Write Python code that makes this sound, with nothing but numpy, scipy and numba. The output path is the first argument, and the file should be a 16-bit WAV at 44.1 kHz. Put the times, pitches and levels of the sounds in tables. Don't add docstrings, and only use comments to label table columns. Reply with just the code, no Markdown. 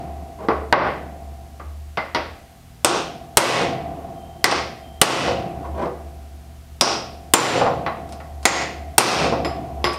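import sys
import numpy as np
from scipy import signal
from scipy.fft import rfft, irfft
from scipy.io import wavfile
from scipy.ndimage import minimum_filter1d
from numba import njit

SR = 44100
rng = np.random.default_rng(int(sys.argv[2]) if len(sys.argv) > 2 else 0)


def wav_out(sig):
    wavfile.write(sys.argv[1], SR, np.round(np.clip(np.atleast_2d(sig).T, -1, 1) * 32767).astype(np.int16))


N = 440118

# centre f/Hz, half width/octaves, relative level/dB
BLOWS = [ (-0.5, 8.5, 1, 11, 2600, .2, -20), (2.8468, -5, -8, 3, 6680, 0.45, -7.5),
         (3.3712, 10, -2, 3.5, 2350, .22, -11), (4.4425, -6.5, 4, 9, 1506, .5, -5.5),
         (4.513, -18.5, -13, 13, 2030, 0.09, -17), (5.015, 10, -1.5, 5.5, 2663, 0.24, -9.5),
         (6.8107, -6.5, -7.5, 9, 5324, 0.14, -1.5), (7.3370, 9.5, -1.5, 4, 7210, .02, -8.5),
         (8.4542, -2.5, 6, 7, 6970, .14, -6), (8.9811, 12.5, -3.5, 7.5, 2490, 0.11, -11.5)]
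# centre f/Hz, relative level/dB
KNOCKS = [ (0.486, -18.5, 1110, 3.5, -46, 451, -1.5), (0.7264, -5.5, 1600, -1.5, -56, 1480, -7.5),
          (1.598, -41, 1180, 0, -32, 1180, 2), (1.973, -25.5, 2300, -4, -30, 2060, 0.5),
          (2.148, -21.5, 4000, 1.5, -42, 963, -9), (7.864, -27, 1750, -17, -43, 3970, -15),
          (8.203, -44, 1900, -14, -34, 1120, 1), (9.448, -28, 4000, 10, -8, 7340, -21),
          (9.8426, -19, 4900, 1, -9.5, 1154, -2)]


def amp(db):
    return 10 ** (np.asarray(db) / 20)


def unit_rms(x):
    return x / np.sqrt(np.mean(x ** 2) + 1e-20)


def read(points, hz):
    f, value = np.transpose(points)
    return np.interp(np.log(hz + 1), np.log(f), value)


def add(mix, s, sound):
    start = round(s * SR)
    sound = sound[max(-start, 0):]
    part = mix[max(start, 0):][:len(sound)]
    part += sound[:len(part)]


def noise(points, size):
    spectrum = rfft(rng.standard_normal(size))
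    gain = amp(read(points, np.fft.rfftfreq(size, 1 / SR)))
    return unit_rms(irfft(spectrum * gain, size))


def hammer(corner_hz_at_0_db=10500, db_per_corner_octave=12, low_db=2, top_db=0.84):
    out = np.zeros(N)
    for s, db, second_db, third_db, *lingering in BLOWS:
        corner_hz = corner_hz_at_0_db * 2 ** (db / db_per_corner_octave)
        bends_db = (low_db, second_db, third_db, top_db)
        add(out, s, amp(db) * strike(corner_hz, bends_db, cluster(*lingering)))
    return out


def strike(corner_hz, bends_db, modes, ping_direct_db=-4, ping_echo_db=-1):
    room = workshop()
    out = signal.fftconvolve(contact(corner_hz, bends_db), room)
    ping = ring(modes, size=SR // 2)
    wet = signal.fftconvolve(ping, room[:len(ping)])[:len(ping)]
    wet = unit_rms(wet) * ping.std()
    add(out, 0, amp(ping_direct_db) * ping + amp(ping_echo_db) * wet)
    return out


def contact(corner_hz, bends_db, size=4096):
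    # f/Hz, level/dB
    steel = [(30, -43.5), (80, -12), (140, 0), (350, 1), (1000, 3.5), (1700, -2), (2600, 0.5), (3500, -0.5),
             (5500, -9), (9000, -0.5), (11000, -12.5), (14000, -15), (16000, -31)]
    # f/Hz, width/Hz, lift/dB
    clamped = [(348, 10.6, 6), (543, 10.6, 6.5), (802, 17, 5), (1103, 9.8, 10), (1420, 130, 1),
               (1985, 230, 5), (2530, 57, 1.5), (4900, 47, 4), (5300, 48, 4.5), (5660, 62, 6),
               (7460, 140, -1), (8590, 210, 7), (10170, 400, 8), (11800, 93, 11), (12350, 220, 9)]
    # f/Hz, spread/octaves
    bends = [(330, 0.43), (2000, 0.18), (5100, 0.25), (7800, 0.23)]
    hz = abs(np.fft.fftfreq(size, 1 / SR)) + 1
    db = read(steel, hz) - 10 * np.log10(1 + (hz / corner_hz) ** 4)
    for f, width_hz, lift_db in clamped:
        db = db + lift_db / (1 + (2 * (hz - f) / width_hz) ** 2)
    for (f, octaves), lift_db in zip(bends, bends_db):
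        db = db + lift_db * np.exp(-.5 * (np.log2(hz / f) / octaves) ** 2)
    spectrum = np.exp(signal.hilbert(np.log(amp(db))).conj())
    clank = np.fft.ifft(spectrum).real[:size // 2]
    return clank / np.linalg.norm(clank)


def cluster(centre_hz, octaves, db, linger_db=-9, linger_t60=0.15, count=20):
    places = 2 * (np.arange(count) + rng.random(count)) / count - 1
    return [(centre_hz * 2 ** (octaves * place), db + linger_db, linger_t60) for place in places]


def ring(modes, size, contact_s=0.00036):
    t = np.arange(size) / SR
    tones = np.zeros(size)
    for hz, db, t60 in modes:
        tones += amp(db - 60 * t / t60) * np.sin(2 * np.pi * (hz * t + rng.random()))
    return tones * (1 - np.exp(-(t / contact_s) ** 2))


def workshop(direct_db=-7, clutter_db=-3, clutter_t60=0.091, boom_t60=2.29, echo_s=0.033, bench_db=-12,
             bench_s=0.0094, drum_hz=121, drum_db=-24, drum_t60=0.48, count=280):
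    # f/Hz, t60/s
    decay = [(100, 0.21), (400, 0.6), (1000, 0.44), (2500, 0.57), (5000, 0.5), (9000, 0.39), (14000, 0.35)]
    # f/Hz, level/dB
    echo_colour = [(150, -5), (1200, -1), (3000, -10), (6000, -8.5), (9000, -18.5), (14000, -15.5)]
    # f/Hz, level/dB
    boom = [(60, -11), (150, -19.5), (400, -28.5), (800, -34.5), (1500, -44), (3000, -51.5), (8000, -87)]
    # f/Hz, level/dB
    clang = [(80, -15), (200, 4), (800, 9.5), (1500, 6), (3000, -4), (9000, -78)]
    hz = np.fft.rfftfreq(512, 1 / SR)
    t = np.arange(count)[:, None] * 256 / SR
    z = rng.standard_normal((count, len(hz), 2)) @ [1, 1j]
    echo_gain = amp(read(echo_colour, hz) - 60 * t / read(decay, hz))
    boom_gain = amp(read(boom, hz) - 60 * t / boom_t60)
    fade = np.hypot(echo_gain, boom_gain)
    echo = signal.istft((z * fade).T, nperseg=512)[1] / np.sqrt(128)
    t = np.arange(len(echo)) / SR
    clutter = rng.standard_normal(len(t)) * amp(-60 * t / clutter_t60)
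    near = amp(clutter_db) * clutter / np.linalg.norm(clutter)
    bench = noise(clang, size=len(t)) * (t / bench_s) * np.exp(-t / bench_s)
    near += amp(bench_db) * bench / np.linalg.norm(bench)
    drum = np.sin(2 * np.pi * drum_hz * t) * amp(-60 * t / drum_t60)
    near += amp(drum_db) * drum / np.linalg.norm(drum)
    near[0] += amp(direct_db)
    return echo + near * np.sqrt(echo_s * SR)


def louder(modes, gain_db):
    return [(hz, db + gain_db, t60) for hz, db, t60 in modes]


def handling(knock_octaves=0.0414, clunk_corner_hz=795, tick_corner_hz=12000, tick_ping_db=-18):
    # f/Hz, relative level/dB, t60/s
    free_steel = [(5028, 2, .33), (5085, 1, .28), (5140, 0, .25), (7343, -5, .25), (10030, -9, .28),
                  (10140, -10, .22), (11600, -18, .22)]
    # f/Hz, relative level/dB, t60/s
    knock_ring = [(347.4, -2.5, 0.17), (633, -5, 0.27), (1140, -6, 0.22), (1270, -8, .18),
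                  (2000, -12, 0.17), (2120, -13.5, 0.16)]
    # t/s, relative level/dB
    clunks = [(3.615, -27.5), (5.279, -26.5), (5.822, -44.5), (5.858, -35), (7.552, -25), (7.612, -21),
              (7.665, -22.5), (9.244, -28), (9.324, -25.5)]
    # f/Hz, relative level/dB, t60/s
    clunk_ring = [(485, 7, 0.28), (539, -11, 0.14), (541, 5, 0.22), (670, -7, 0.13)]
    # t/s, relative level/dB
    ticks = [(8.092, -52.5), (8.124, -44), (8.43, -45.5), (9.933, -40)]
    upper_knock_bends_db = (1, 7.5, -15.5)
    clunk_bends_db, tick_bends_db = (-4.5, -2.5, 14, -6), (-16, -3, 9, 0.5)
    out = np.zeros(N)
    for s, db, corner_hz, low_db, ping_db, centre_hz, cluster_db in KNOCKS:
        modes = knock_ring + louder(free_steel, ping_db) + cluster(centre_hz, knock_octaves, cluster_db)
        add(out, s, amp(db) * strike(corner_hz, (low_db, *upper_knock_bends_db), modes))
    for s, db in clunks:
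        add(out, s, amp(db) * strike(clunk_corner_hz, clunk_bends_db, clunk_ring))
    for s, db in ticks:
        add(out, s, amp(db) * strike(tick_corner_hz, tick_bends_db, louder(free_steel, tick_ping_db)))
    return out


def loose_metal(shake_db=-40.5, shake_db_per_db=0.77, shimmer=.18):
    # f/Hz, relative level/dB, t60/s
    loose = [(657, 5, 2.76), (673, 1, 3.7), (689, 10, 2.53), (674, 2.5, 2.4), (726.5, 9.5, 2.36),
             (779, 6.5, 2.77), (807.5, -9, 0.73), (842, -14, 2.3)]
    out = np.zeros(N)
    for s, db, *_ in BLOWS + KNOCKS:
        add(out, s, amp(shake_db + shake_db_per_db * db) * ring(loose, size=2 * SR))
    sway = noise([(8, 1), (30, -4.0), (90, -43.0), (200, -120)], size=N)
    return out * (1 + shimmer * sway)


def scrapes(corner_hz=800, body_db=5, grit_db=9, slips_per_s=450):
    # start t/s, end t/s, rms level/dB
    drags = [(0.0, 0.316, -56), (0.372, 0.456, -33), (5.623, 5.683, -35), (5.728, 5.872, -26),
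             (9.763, 9.862, -47)]
    out = np.zeros(N)
    body = signal.fftconvolve(contact(corner_hz, [body_db, 0, grit_db, grit_db]), workshop())
    for start, end, db in drags:
        size = max(round((end - start) * SR), 100)
        force = rng.standard_normal(SR)[:size]
        slips = force * (rng.random(SR)[:size] < slips_per_s / SR)
        drag = signal.fftconvolve(slips * signal.windows.tukey(size, .7), body)
        add(out, start, amp(db) * drag / (drag[:size].std() + 1e-9))
    return out


def whistle(low_hz=3130, high_hz=3172, width_hz=14, ramp_s=0.026):
    # start t/s, end t/s, rms level/dB
    whistles = [(4.12, 4.5, -60), (4.8, 5.026, -58)]
    t, hz = np.arange(N) / SR, np.fft.rfftfreq(N, 1 / SR)
    lines = sum(np.exp(-.5 * ((hz - f) / width_hz) ** 2) for f in (low_hz, high_hz))
    level = np.zeros(N)
    for start, end, db in whistles:
        level += amp(db) * np.clip(np.minimum(t - start, end - t) / ramp_s, 0, 1)
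    return level * unit_rms(irfft(rfft(rng.standard_normal(N)) * lines, N))


def background(air_db=-47, drone_waver=0.44, swell_db=3.5, wander_hz=0.78, hum_hz=70.3, hum_loud_db=-37,
               hum_rise_hz_per_db=0.8, hum_flutter=.16):
    # t/s, level/dB
    hum_level = [(0, -38), (1.6, -39), (2.1, -43), (2.5, -56.5), (3.6, -54.5), (3.9, -43.5), (4.4, -46.5),
                 (4.9, -42.5), (6.1, -38.5), (7.2, -42.5), (8.7, -39), (9.98, -37)]
    # f/Hz, level/dB
    drones = [(119.5, -54), (160.5, -56.5), (240, -62)]
    # f/Hz, relative level per Hz/dB
    air = [(15, -58), (25, -20), (76, -4.5), (105, -29), (170, -21.5), (206, -19.5), (439, -29),
           (14000, -43), (16000, -51.5)]
    t = np.arange(N) / SR
    slow = [(1, 0), (4, -2), (9, -25), (40, -120)]
    db = np.interp(t, *np.transpose(hum_level))
    hz = hum_hz + hum_rise_hz_per_db * (hum_loud_db - db) + wander_hz * noise(slow, size=N)
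    tone = np.sqrt(2) * np.sin(2 * np.pi * np.cumsum(hz) / SR)
    flutter = noise([(45, -73.5), (62, -12.0), (72, -17), (84, 5), (110, -88.5)], size=N)
    swell = swell_db * noise(slow, size=N)
    hum = amp(db + swell) * (tone + hum_flutter * flutter)
    drone = sum(amp(level_db) * np.sqrt(2) * np.sin(2 * np.pi * f * t) for f, level_db in drones)
    waver = noise([(2, 2.0), (10, -18.0), (60, -100)], size=N)
    drone = drone * (1 + drone_waver * waver)
    return hum + drone + amp(air_db) * noise(air, size=N)


def scene():
    mono = hammer() + handling() + loose_metal() + scrapes() + whistle() + background()
    return np.array([mono, mono])


@njit
def follow_peaks(over_db, attack, recover_db):
    cut_db, out = 0., np.empty(len(over_db))
    for i in range(len(over_db)):
        if over_db[i] > cut_db:
            cut_db = cut_db + attack * (over_db[i] - cut_db)
        else:
            cut_db = max(cut_db - recover_db, 0.)
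        out[i] = cut_db
    return out


def record(dry, threshold_db=-7.0, attack_s=0.0053, recover_db_per_s=110, clip_level=.86, edge_hz=15800):
    peak = -minimum_filter1d(-abs(dry).mean(0), size=129, origin=64)
    over_db = 20 * np.log10(peak + 1e-9) - threshold_db
    cut_db = follow_peaks(over_db, 1 / (attack_s * SR), recover_db_per_s / SR)
    clipped = np.clip(dry * amp(-cut_db), -clip_level, clip_level)
    lowpass = signal.firwin(255, edge_hz, window=("kaiser", 8), fs=SR)
    return signal.oaconvolve(clipped, lowpass[None], "same")


dry = scene()
out = record(dry)
wav_out(out)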